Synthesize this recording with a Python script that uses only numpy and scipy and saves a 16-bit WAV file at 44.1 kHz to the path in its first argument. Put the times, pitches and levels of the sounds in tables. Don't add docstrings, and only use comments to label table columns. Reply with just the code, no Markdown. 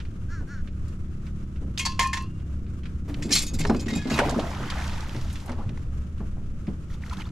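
import sys
import numpy as np
from scipy import signal
from scipy.fft import rfft, irfft
from scipy.io import wavfile
from scipy.ndimage import uniform_filter1d

SR = 44100
rng = np.random.default_rng(int(sys.argv[2]) if len(sys.argv) > 2 else 0)


def magnitude_from_level(level_db):
    exponent = np.asarray(level_db, float) / 20
    return 10 ** exponent


def int16_out(signal):
    q = np.round(np.clip(np.atleast_2d(signal).T, -1, 1) * 32767)
    wavfile.write(sys.argv[1], SR, q.astype(np.int16))


N = 322371


def rms_one(x):
    return x / np.sqrt(np.mean(x ** 2) + 1e-20)


def in_time(rows):
    s, *columns = np.transpose(rows)
    return [np.interp(np.arange(N) / SR, s, c) for c in columns]


def span(begin_s, end_s, fade_s):
    t = np.arange(N) / SR
    return np.clip(np.minimum(t - begin_s, end_s - t) / fade_s, 0, 1)


def drift(rate):
    r = np.exp(-80 * np.pi * rate / SR)
    slow = signal.lfilter([1], [1, -2 * r, r * r], rng.standard_normal(N // 40 + 2002))[2000:]
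    return np.interp(np.arange(N) / 40, np.arange(len(slow)), rms_one(slow))


def coloured(x, spectrum):
    hz, db = np.transpose(spectrum)
    grid = np.maximum(np.fft.rfftfreq(x.shape[-1], 1 / SR), 1)
    gain = magnitude_from_level(np.interp(np.log(grid), np.log(hz), db))
    return rms_one(irfft(rfft(x) * gain, x.shape[-1]))


def band(x, low_hz, high_hz):
    sos = signal.butter(2, [low_hz, min(high_hz, .45 * SR)], "band", fs=SR, output="sos")
    return signal.sosfilt(sos, x)


def resonance(x, hz, width_hz):
    r = np.exp(-np.pi * width_hz / SR)
    poles = [1, -2 * r * np.cos(2 * np.pi * hz / SR), r * r]
    return signal.lfilter(np.array([1, 0, -1]) * (1 - r * r) / 2, poles, x)


def wide(noise, side_db):
    return noise[0] + magnitude_from_level(side_db) * noise[1] * [[1], [-1]]


def add(out, s, sound, pan_db=0):
    i = min(round(s * SR), N - 1)
    out[:, i:i + sound.shape[-1]] += (sound * magnitude_from_level([[pan_db / 2], [-pan_db / 2]]))[:, :N - i]


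def decay(t, t60, rise_s):
    return (1 - np.exp(-t / rise_s)) * magnitude_from_level(-60 * t / t60)


# pitch_hz, level_db (per Hz)
HULL_RUMBLE = [(8, -6.5), (15, 2), (24, -4), (38, -18.5), (68, -0.5), (95, -8.5), (200, -20.5), (350, -34),
               (500, -37.5), (700, -46), (4000, -100)]
# time_s, level_db
ROCKING = [(0, -34), (1.5, -35.5), (2.7, -33.5), (3.5, -32), (4.5, -35), (5.6, -32), (7.31, -35)]
# pitch_hz, level_db (per Hz)
FAR_HISS = [(260, -1), (450, -6), (774, -18), (1290, -5.5), (1810, -15), (2860, -17.5), (4310, -24.5),
            (6690, -22.5), (12600, -36.5), (13800, -57)]


def background():
    rocking_db, = in_time(ROCKING)
    low = wide(coloured(rng.standard_normal((2, N)), HULL_RUMBLE), -22)
    far = wide(coloured(rng.standard_normal((2, N)), FAR_HISS), -1.2)
    low_db = rocking_db + 2.5 + 1.22 * drift(9.0)
    far_db = -56 + 2.0 * drift(19.0) + 0.5 * (rocking_db - rocking_db.mean())
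    return magnitude_from_level(low_db) * low + magnitude_from_level(far_db) * far


# time_s, firing_rate_hz
IDLE = [(0, 32.14), (4.4, 32.04), (7.31, 32.61)]
# multiple of the firing rate, level_db (rms)
MOTOR_LINES = [(2, -44), (3, -47), (4, -45), (5, -45), (6, -44), (7, -50), (8, -59), (9, -53), (10, -57),
               (11, -57), (12, -68)]
# time_s, level_db
HULL_LOAD = [(0, -5), (1.5, -1), (4.8, 0), (5.8, -8.5), (7.31, -4.5)]


def motor():
    firing_hz = in_time(IDLE)[0] * (1 + .0015 * drift(1.5))
    phase = 2 * np.pi * np.cumsum(firing_hz) / SR
    lines = np.zeros(N)
    for multiple, db in MOTOR_LINES:
        lines += magnitude_from_level(db + 1.5 * drift(2)) * np.sin(multiple * phase + rng.uniform(0, 7))
    return np.sqrt(2) * magnitude_from_level(in_time(HULL_LOAD)[0]) * lines


# pitch_hz, width_hz, level_db
THROAT = [(1510, 330, 7.5), (4360, 280, -12.5), (5670, 1160, -14.5), (6440, 550, -16)]


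def caw(rows):
    pitch_hz, level_db, hoarse = in_time(rows)
    cycles = np.cumsum(pitch_hz * (1 + 0.01 * drift(89))) / SR
    breath = hoarse * rng.standard_normal(N) * (cycles % 1 < .5)
    pulses = np.diff(np.floor(cycles), prepend=0) * 9 + breath
    voice = sum(magnitude_from_level(db) * resonance(resonance(pulses, hz, w), hz, 0.93 * w) for hz, w, db in THROAT)
    level = np.sqrt(uniform_filter1d(voice ** 2, size=900) + 1e-9)
    return magnitude_from_level(level_db) * span(rows[0][0], rows[-1][0], 0.0043) * voice / level


# start_s, length_s, top_pitch_hz, level_db
CAWS = [
    (.283, .152, 352, -43),
    (.47, .155, 292, -43.5),
]
# share of length, share of pitch, level_db, hoarseness (0-1)
CAW_ARCH = [(0, .88, -16, .35), (.15, .94, -5.5, .28), (.32, 1.0, 0.0, .15), (.66, .88, -5.5, .4),
            (.8, .83, -8, .75), (1, .82, -16, .95)]


def crow():
    calls = np.zeros(N)
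    for s, length_s, hz, db in CAWS:
        calls += caw([(s + u * length_s, share * hz, db + d, hoarse) for u, share, d, hoarse in CAW_ARCH])
    return calls


def cracks(rows, t60, top_hz):
    out, t = np.zeros((2, N)), np.arange(SR // 8) / SR
    for s, db, hz in rows:
        noise = wide(rng.standard_normal((2, len(t))), -7.0)
        centre = rms_one(band(noise, hz / 1.83, hz * 1.38))
        broad = rms_one(band(band(noise, 600, top_hz), 300, top_hz))
        add(out, s, magnitude_from_level(db - 15.0) * (centre + 0.22 * broad) * decay(t, t60, 0.0003), pan_db=-1.5)
    return out


# start_s, peak_db
TICKS = [(0.0014, -28.5), (0.05, -37.5), (0.579, -42), (0.6734, -34), (1.045, -48), (1.266, -35),
         (1.56, -37.5), (2.3984, -43), (2.6644, -42), (2.833, -33.5), (2.855, -28.5), (3.095, -37),
         (6.1783, -41), (6.669, -33.5)]


def line_ticks():
    return cracks([(s, db, 2280) for s, db in TICKS], t60=0.094, top_hz=6100)


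def thumps(rows, t60):
    out, t = np.zeros((2, N)), np.arange(SR // 4) / SR
    for s, db, hz, snap_db in rows:
        noise = rng.standard_normal((3, len(t)))
        body = wide(rms_one(band(noise[::2], hz / 1.5, hz * 1.56)), -11)
        ring = np.sin(2 * np.pi * hz * t) + .5 * body
        snap = magnitude_from_level(snap_db - 7.5) * rms_one(band(noise[1], 390, 950)) * magnitude_from_level(-25 * t / t60)
        add(out, s, magnitude_from_level(db - 3.0) * (ring + snap) * decay(t, t60, 0.001))
    return out


# (390-950 Hz, against the ring)
STEPS = [(0.409, -30.5, 195, -9.5), (1.615, -30, 272, -33), (1.677, -31, 186, -28), (1.99, -36, 185, 11.5),
         (5.149, -29.5, 290.5, -1.5), (5.492, -25, 242, 0), (5.584, -29.5, 215, -1.5),
         (5.689, -29.5, 219, -29), (6.202, -26, 201, -5), (6.368, -37.5, 225.4, -1.5),
         (5.66, -22.5, 96, -42), (6.678, -19, 195.5, -27), (7.171, -27.5, 179, -39)]


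def footsteps():
    return thumps(STEPS, t60=0.24)


# (390-950 Hz, against the ring)
WHIPS = [(3.249, -21, 218, -38), (3.302, -20.5, 219, -9), (3.53, -23, 186.6, -38), (3.602, -19, 157, -11),
         (3.649, -24, 411, 2.5), (3.696, -10.5, 227, -1.5), (3.747, -17, 232, -13),
         (3.863, -21.5, 227.6, -30), (3.92, -18.5, 224, -15), (3.959, -19.5, 176, -8.5),
         (4.055, -19.5, 257, -11), (4.109, -18, 224, -3.5), (4.188, -20, 236.5, 10.5),
         (4.32, -21.5, 264, -19), (4.362, -15, 234.3, -31), (4.389, -27, 228, 4)]


def line_whips():
    return thumps(WHIPS, t60=0.23)


# time_s, drumming_db
DRAG = [(3.05, -31), (3.4, -38.5), (3.8, -28), (4.0, -36), (4.2, -19), (4.5, -39), (4.7, -32.5)]
# pitch_hz, width_hz, level_db
HULL_PANELS = [(142, 13, 9.5), (221, 24, 3.5), (286.7, 11.2, 10), (332, 14, -8.5)]


def line_drag():
    rub = rng.standard_normal(N) * magnitude_from_level(4.4 * drift(21.0))
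    hum = sum(magnitude_from_level(db) * resonance(rub, hz, width) for hz, width, db in HULL_PANELS)
    return magnitude_from_level(in_time(DRAG)[0] - 6.0) * span(DRAG[0][0], DRAG[-1][0], 0.061) * rms_one(hum)


def bubble(out, s, db, hz, rise, t60, pan_db=0):
    t = np.arange(SR // 18) / SR
    tone = np.sin(2 * np.pi * np.cumsum(hz * 2 ** (rise * t)) / SR)
    burst = magnitude_from_level(-12 * (rise * t / 0.8) ** 4)
    add(out, s, magnitude_from_level(db) * tone * decay(t, t60, 0.0013) * burst, pan_db)


def droplets(per_s, size_db):
    size = magnitude_from_level(size_db * np.minimum(rng.exponential(1, (2, N)), 4))
    clicks = size * (rng.random(N) < per_s / SR)
    dealt = rng.integers(0, 12, N)
    pitches_hz = np.geomspace(1800, 13000, 12)
    return rms_one(sum(resonance(clicks * (dealt == k) + 1e-18, hz, hz / 6.7) for k, hz in enumerate(pitches_hz)))


def flicker(noise, together_db, apart_db):
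    shared = together_db * drift(22)
    out = 0
    for k, hz in enumerate((600, 1200, 2400, 4800, 9600)):
        out = out + band(noise, hz, 2 * hz) * magnitude_from_level(shared + apart_db * drift(25)) * (-1) ** k
    return out


def swells(rows):
    since = np.arange(N) / SR - np.array(rows)[:, :1]
    db, rise, fall = np.array(rows)[:, 1:4].T[:, :, None]
    return magnitude_from_level(2 * np.maximum(db + np.where(since < 0, rise, -fall) * since, -150))


# pitch_hz, level_db (per Hz)
SPRAY = [(1290, -1.5), (2200, -10.5), (3280, -5.5), (6570, -8), (8400, -18.5), (12600, -20), (14300, -57)]


def water(churn_gain, spray_gain, pitch_hz, begin_s, end_s, count, cycles, size_db):
    swarm = np.zeros((2, N))
    for place, size, octaves, rise, side in np.c_[rng.random((count, 2)), rng.standard_normal((count, 3))]:
        s = begin_s + place * (end_s - begin_s)
        hz = pitch_hz[min(int(s * SR), N - 1)] * 2 ** (0.5 * np.clip(1.315 * octaves, -3.0, 2.5))
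        db = -size_db * np.log(size + 0.15) + 2 * octaves
        bubble(swarm, s, db, hz, 6 + 3 * rise, cycles / hz, 4 * side - 1.5)
    inside = span(begin_s, end_s, 0.041)
    swarm = swarm / np.sqrt(np.sum(swarm ** 2) / np.sum(2 * inside))
    churn = swarm + 0.4 * wide(rms_one(band(rng.standard_normal((2, N)), 250, 2860)), -2.3)
    hiss = flicker(rng.standard_normal((2, N)), together_db=1.0, apart_db=1.6)
    spray = coloured(droplets(per_s=900, size_db=7.0) * 0.4 + hiss, SPRAY)
    return inside * (churn_gain * churn + magnitude_from_level(-6.0) * spray_gain * wide(spray, -9.0))


# peak_s, level_db, bubble_pitch_hz
SHEDS = [
    (6.91, -55.5, 2530),
    (6.944, -50.5, 2500),
    (7.03, -54, 1510),
    (7.069, -50, 1230),
    (7.105, -50, 1530),
    (7.136, -42, 1380),
    (7.18, -51, 1940),
    (7.208, -42.5, 1830),
    (7.27, -49, 1300),
]


def trickle():
    rise_db_s, fall_db_s = 348, 548
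    power = swells([(s, db, rise_db_s, fall_db_s) for s, db, hz in SHEDS])
    gush = np.sqrt(power.sum(0))
    pitch_hz = np.array(SHEDS)[:, 2] @ power / power.sum(0)
    return water(gush, gush * magnitude_from_level(3), pitch_hz, 6.86, 7.33, count=420, cycles=28.0, size_db=11.0)


# start_s, peak_db, pitch_hz, rise_octaves_per_s
DROPS = [(4.201, -15, 1480, 4), (4.217, -14, 560, 4), (4.231, -18, 930, 6), (4.258, -25, 2450, 8),
         (4.325, -22, 620, 30), (4.388, -14, 450, 110), (4.44, -30, 660, 3), (4.468, -29, 650, 3),
         (4.565, -31, 1000, 25), (4.64, -32, 1450, 4), (4.772, -32, 650, 5), (4.89, -31, 900, 8),
         (4.975, -32, 900, 5), (5.03, -32, 860, 5), (5.59, -32, 690, 30), (5.609, -36, 1050, 30),
         (7.036, -28, 1600, 120), (7.096, -30, 3800, 78), (7.111, -29, 1260, 19), (7.124, -28, 960, 15),
         (7.253, -32, 3350, 36), (7.263, -35, 4300, 25), (7.268, -37, 1200, 20)]


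def drops():
    out = np.zeros((2, N))
    for s, db, hz, rise in DROPS:
        bubble(out, s, db, hz, rise, min(0.04 * 1000 / hz, .07))
    return out


# start_s, peak_db, centre_hz
SPITS = [(4.2587, -40, 3230), (4.3094, -18, 5900), (4.4694, -24, 2540), (4.549, -23, 2710),
         (4.628, -26, 2700), (4.7194, -36, 2680), (4.8, -25, 3910), (4.8776, -20, 3810),
         (4.8944, -20, 2800), (4.9544, -36, 3240), (4.979, -23, 3080), (5.006, -20, 4420),
         (5.0933, -23, 2820), (5.1644, -25, 3390), (5.1894, -37, 3240), (5.2124, -25, 4180),
         (5.2274, -42, 5120), (5.3734, -33, 2640), (5.5644, -54, 2600), (5.6276, -44, 2870),
         (7.0214, -38, 3030), (7.063, -32, 2910), (7.0968, -27, 4190), (7.1144, -44, 3430),
         (7.1314, -32, 3420), (7.17, -25, 3370), (7.2194, -25, 2610), (7.2894, -34, 2800)]


def water_spits():
    return cracks(SPITS, t60=0.023, top_hz=9040)


# start_s, peak_db, centre_hz
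SLAPS = [(0.8818, -37.5, 6100), (4.1775, -9, 2000), (4.189, -1, 1800),  (4.294, -17.5, 5100),
         (4.343, -35, 5000), (4.3949, -19.5, 3140), (4.701, -15.5, 3500), (4.782, -17, 1440),
         (4.8404, -22, 2650), (5.146, -27, 2330), (5.2998, -27, 2860), (5.3273, -28.5, 7700),
         (5.3555, -24.5, 2640), (5.4, -31, 3620), (5.459, -33, 8400), (5.479, -32, 2500),
         (5.494, -21.5, 1400), (5.517, -31, 3930), (7.205, -34, 2510)]


def water_slaps():
    return cracks(SLAPS, t60=0.07, top_hz=9100)


# peak_s, level_db, rise_db_per_s, fall_db_per_s, bubble_pitch_hz
CHURN = [
    (4.1, -39.5, 55, 42, 1250),
    (4.198, -27, 451, 149, 977),
    (4.265, -33.5, 93, 104, 803),
    (4.39, -39, 66, 28.5, 585),
    (4.76, -37, 31.5, 26.5, 1545),
    (5.495, -44.5, 248, 128, 840),
    (5.588, -47.5, 702, 163, 470),
]
# peak_s, level_db, rise_db_per_s, fall_db_per_s
MIST = [
    (4.165, -33, 81, 498),
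    (4.27, -42, 250, 5),
    (4.92, -42, 21, 31),
    (5.4, -50.5, 23, 49),
]


def splash():
    power = swells(CHURN)
    pitch_hz = np.array(CHURN)[:, 4] @ power / power.sum(0)
    rain_ends = magnitude_from_level(np.clip((5.4 - np.arange(N) / SR) * 90, -12, 0))
    rain = np.sqrt(swells(MIST).sum(0)) * rain_ends
    return water(np.sqrt(power.sum(0)), rain, pitch_hz, 4.07, 5.9, count=1200, cycles=20.0, size_db=1.0)


# start_s, peak_db, centre_hz
KNOCKS = [(1.7755, -11.5, 3300), (1.781, -11, 4500), (2.0715, -19, 6560), (2.222, -33, 8000),
          (3.1422, -19.5, 2560), (3.3243, -1, 5130), (3.4655, -20, 7000), (3.5402, -19, 7500),
          (3.6065, -18, 6500), (3.651, -7, 1500), (3.6965, -5, 940), (3.703, -13, 800), (3.7465, -14, 1390),
          (3.882, -19, 2100), (3.893, -27, 2000), (5.692, -26.5, 2300), (5.692, -31, 1000),
          (5.774, -28, 1790), (5.774, -29, 900)]


def hard_knocks():
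    return cracks(KNOCKS, t60=0.033, top_hz=7000)


def lumps(count, depth_db):
    steps = rng.standard_normal(count // 260 + 2)
    return magnitude_from_level(depth_db * np.interp(np.arange(count) / 260, np.arange(len(steps)), steps))


def minor_modes(level_db):
    modes = []
    for hz, u in rng.uniform([1800, 0], [13500, 1], (150, 2)):
        db = level_db - 6 * np.log2(hz / 4000) ** 2 - 24 * u
        modes.append((hz, db, (0.068 + 0.63 * u) * min(5000 / hz, 1)))
    return modes


# pitch_hz, level_db (per Hz)
CRACK = [(1350, -9), (2300, 1.5), (3990, -9.5), (4530, -3.5), (7500, -5.5), (10100, -19), (12800, -21),
         (14600, -52.5)]


def contact_crack(t, deep_db, favoured_hz, crack_t60):
    noise = rng.standard_normal((2, 2, len(t)))
    touches = np.repeat(np.minimum(rng.exponential(1, len(t) // 70), 2.5), 70)
    chatter = magnitude_from_level(3.5 * touches - 4)
    bright = coloured(wide(noise[0], -10), CRACK)
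    top = band(bright, 7600, 23000)
    bright += top * (magnitude_from_level(-35 * t / crack_t60) * .85 - 1)
    bright += 0.79 * rms_one(band(wide(noise[0], -5), favoured_hz / 1.45, favoured_hz * 1.62))
    deep = band(band(chatter * wide(noise[1], -1.6), 480, 5400), 600, 6300)
    return band(chatter * bright, 2030, 18000) + magnitude_from_level(deep_db) * rms_one(deep)


def metal(hits, modes, ring_db, spread_db, damping, minor_db):
    out, t = np.zeros((2, N)), np.arange(SR // 3) / SR
    all_modes = np.array(list(modes) + minor_modes(minor_db))
    hush_s, hush_db_s = 2.24, 250
    for s, db, deep_db, favoured_hz, favoured_t60 in hits:
        lighter_db = -19.5 - db
        crack_t60 = min(0.16 * magnitude_from_level(0.87 * lighter_db), 0.07)
        crack = contact_crack(t, deep_db, favoured_hz, crack_t60)
        hz, mode_db, t60 = all_modes.T[:, :, None]
        chance_db = spread_db * np.minimum(hz / 3000, 1) * rng.standard_normal(hz.shape)
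        strength = magnitude_from_level(mode_db + deep_db * (hz < 2300) + chance_db)
        t60 = np.minimum(t60, damping / np.sqrt(hz))
        hz = hz * (1 + hz / 6500000.0 * rng.standard_normal(hz.shape))
        hush = magnitude_from_level(-hush_db_s * np.maximum(s + t - hush_s, 0) * (s < hush_s))
        tones = np.sin(2 * np.pi * hz * t + rng.uniform(0, 6.8, hz.shape))
        rings = strength * hush * magnitude_from_level(-60 * t / t60) * tones
        sides = magnitude_from_level(2.2 * rng.standard_normal((2, len(hz))))
        favoured = magnitude_from_level(3.5 - 60 * t / favoured_t60) * np.sin(2 * np.pi * favoured_hz * t)
        ringing = sides[:, ::2] @ rings[::2] * lumps(len(t), 4.0)
        ringing += sides[:, 1::2] @ rings[1::2] * lumps(len(t), 4.0)
        ringing += favoured * lumps(len(t), 3.0)
        ringing *= magnitude_from_level(ring_db + 0.0253 * lighter_db) * decay(t, 8.3, 0.002)
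        add(out, s, magnitude_from_level(db) * (magnitude_from_level(-9.0) * crack * decay(t, crack_t60, 0.0061) + ringing))
    return out


# start_s, peak_db, deep_db, favoured_hz, favoured_t60_s
LINKS = [(3.2221, -23, -7, 1860, 0.031), (3.2575, -39.5, 0, 6440, 0.044), (3.29, -38, 9, 2536, 0.16),
         (3.3059, -18, -9, 1760, 0.054), (3.315, -13.5, -11, 4900, 0.044),
         (3.3243, -8.5, -18.5, 5443, 0.092), (3.331, -9, -18, 4086, 0.076), (3.327, -19.5, -31, 9702, 0.18),
         (3.3395, -13.5, -27, 6266, 0.057), (3.3494, -8.5, -3.5, 7500, 0.079), (3.359, -10, -1, 4301, 0.1),
         (3.3705, -12.5, -14, 4086, 0.096), (3.381, -14.5, -5.5, 6740, 0.048), (3.39, -25, -1, 6395, .06),
         (3.402, -25, 6, 4748, 0.04), (3.4149, -18, -21, 7400, 0.056), (3.43, -22.5, -21, 6700, 0.046),
         (3.466, -25, -27, 7000, 0.072), (3.479, -31.5, -27, 6550, 0.2), (3.535, -29.5, -15, 7500, 0.038),
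         (3.541, -31, -7, 7550, 0.11), (3.5877, -22.5, 1.5, 7270, 0.085), (3.6044, -20, -9, 2110, 0.05),
         (3.6361, -33.5, 8, 4100, 0.39), (3.666, -32.5, 6, 5320, .25), (3.756, -40, -5, 2536, 0.66),
         (3.762, -35, -20, 4800, 0.097), (3.7944, -30, -26, 5100, 0.068), (3.805, -35, -20, 7060, 0.19),
         (3.82, -43, 9, 6800, .2), (3.858, -39, 13, 2440, .04)]
# pitch_hz, level_db, t60_s
CHAIN = [(2164, -7.5, 0.15), (2536, -22, .4), (3190, -42.5, 0.15), (4086, -14, 0.15), (4301, -28, 0.15),
         (4748, -14, 0.17), (5443, -8.5, 0.083), (6266, -19.5, .2), (6740, -8.5, .15), (7429, -15, 0.17),
         (7670, -17, .2), (9702, -18, 0.12), (5920, -15, 0.069), (3725, -11, 0.13)]


def chain_rattle():
    return metal(LINKS, CHAIN, ring_db=-12.5, spread_db=4.5, damping=14.0, minor_db=-14.5)


# start_s, peak_db, deep_db, favoured_hz, favoured_t60_s
JANGLE = [(3.8814, -24.5, 0, 1910, 0.11), (3.902, -31.5, 12, 2110, 0.14), (3.915, -39, 0, 5330, .04),
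          (3.968, -27, -7, 4830, .04), (4.015, -35.5, 9, 3300, .04), (4.07, -36, 13, 1310, .04),
          (3.93, -32.5, 12, 3741, 0.32), (3.9512, -26.5, 6.5, 7300, 0.089), (3.9838, -33.5, 7, 1685, .6),
          (4.044, -38, 11.5, 2110, .3), (4.0986, -22.5, 8, 1675, 0.13), (4.1138, -24.5, -15, 2700, .2),
          (4.1379, -22, -7, 3870, 0.086)]
# pitch_hz, level_db, t60_s
FREE_FLUKES = [(1774, -30, .9), (2110, -17, 0.35), (2500, -10, 0.31), (2800, -16, .4), (3741, -15, .45),
               (4260, -21, 0.3), (5350, -15, 0.29), (5660, -30, .3), (6700, -13, 0.2), (7300, -18, 0.17),
               (4700, -22, .25), (3300, -17, 0.3)]


def anchor_jangle():
    return metal(JANGLE, FREE_FLUKES, ring_db=-12.0, spread_db=5.0, damping=19.0, minor_db=-16.0)


# start_s, peak_db, deep_db, favoured_hz, favoured_t60_s
CLANKS = [(1.788, -18.5, -26, 6400, 0.057), (1.793, -13.5, -10.5, 2500, 0.11),
          (1.797, -20.5, -14, 2157, 0.23), (1.803, -35, -24, 2800, 0.25), (1.851, -13.5, -5.5, 4500, 0.08),
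          (1.863, -21.5, 7, 4500, 0.2), (1.992, -8.5, 0.5, 2330, 0.054), (2.004, -15, 4.5, 2180, 0.083),
          (2.024, -17.5, -14, 1790, 0.19), (2.039, -26.5, 9, 2470, 0.37), (2.13, -13.5, -0.5, 1810, 0.1),
          (2.169, -25.5, 7.5, 1900, 0.12), (2.2, -48, 12, 2800, 1)]
# pitch_hz, level_db, t60_s
FLUKES = [(948, -6, 0.17), (1042, -10.5, 0.2), (1058, -3, 0.33), (1715, -10, 0.18), (1830, -11.5, 0.14),
          (2090, -1, 0.055), (2500, -16, 0.24), (2670, -21.5, 0.62), (3227, -18.5, 0.4), (3320, -27, .3),
          (4330, -12, 0.043), (5400, -23, 0.15), (6400, -31, 0.23), (6960, -14, 0.18), (7400, -7, 0.058)]


def anchor_clank():
    return metal(CLANKS, FLUKES, ring_db=-13.0, spread_db=3.5, damping=40.0, minor_db=-14.5)


def scene():
    setting = background() + motor() + crow()
    hull = line_ticks() + footsteps() + line_whips() + line_drag()
    wet = trickle() + drops() + water_spits() + water_slaps() + splash()
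    iron = hard_knocks() + chain_rattle() + anchor_jangle() + anchor_clank()
    return setting + hull + wet + iron


def roll_off(x):
    return signal.sosfilt(signal.butter(12, 15710, fs=SR, output="sos"), x)


def record(dry):
    cycles = np.fft.rfftfreq(N)
    lag = np.exp(-2j * np.pi * cycles * .6)
    lift = magnitude_from_level(2.8 * (cycles / 0.27) ** 4)
    left = irfft(rfft(dry[0]) * lag * lift, N)
    top_cut = signal.cheby2(12, 60, 15750, fs=SR, output="sos")
    ports = signal.sosfilt(top_cut, [left, dry[1]])
    ports = .7 * np.tanh(ports / .7)
    return roll_off(ports)


dry = scene()
out = record(dry)
int16_out(out)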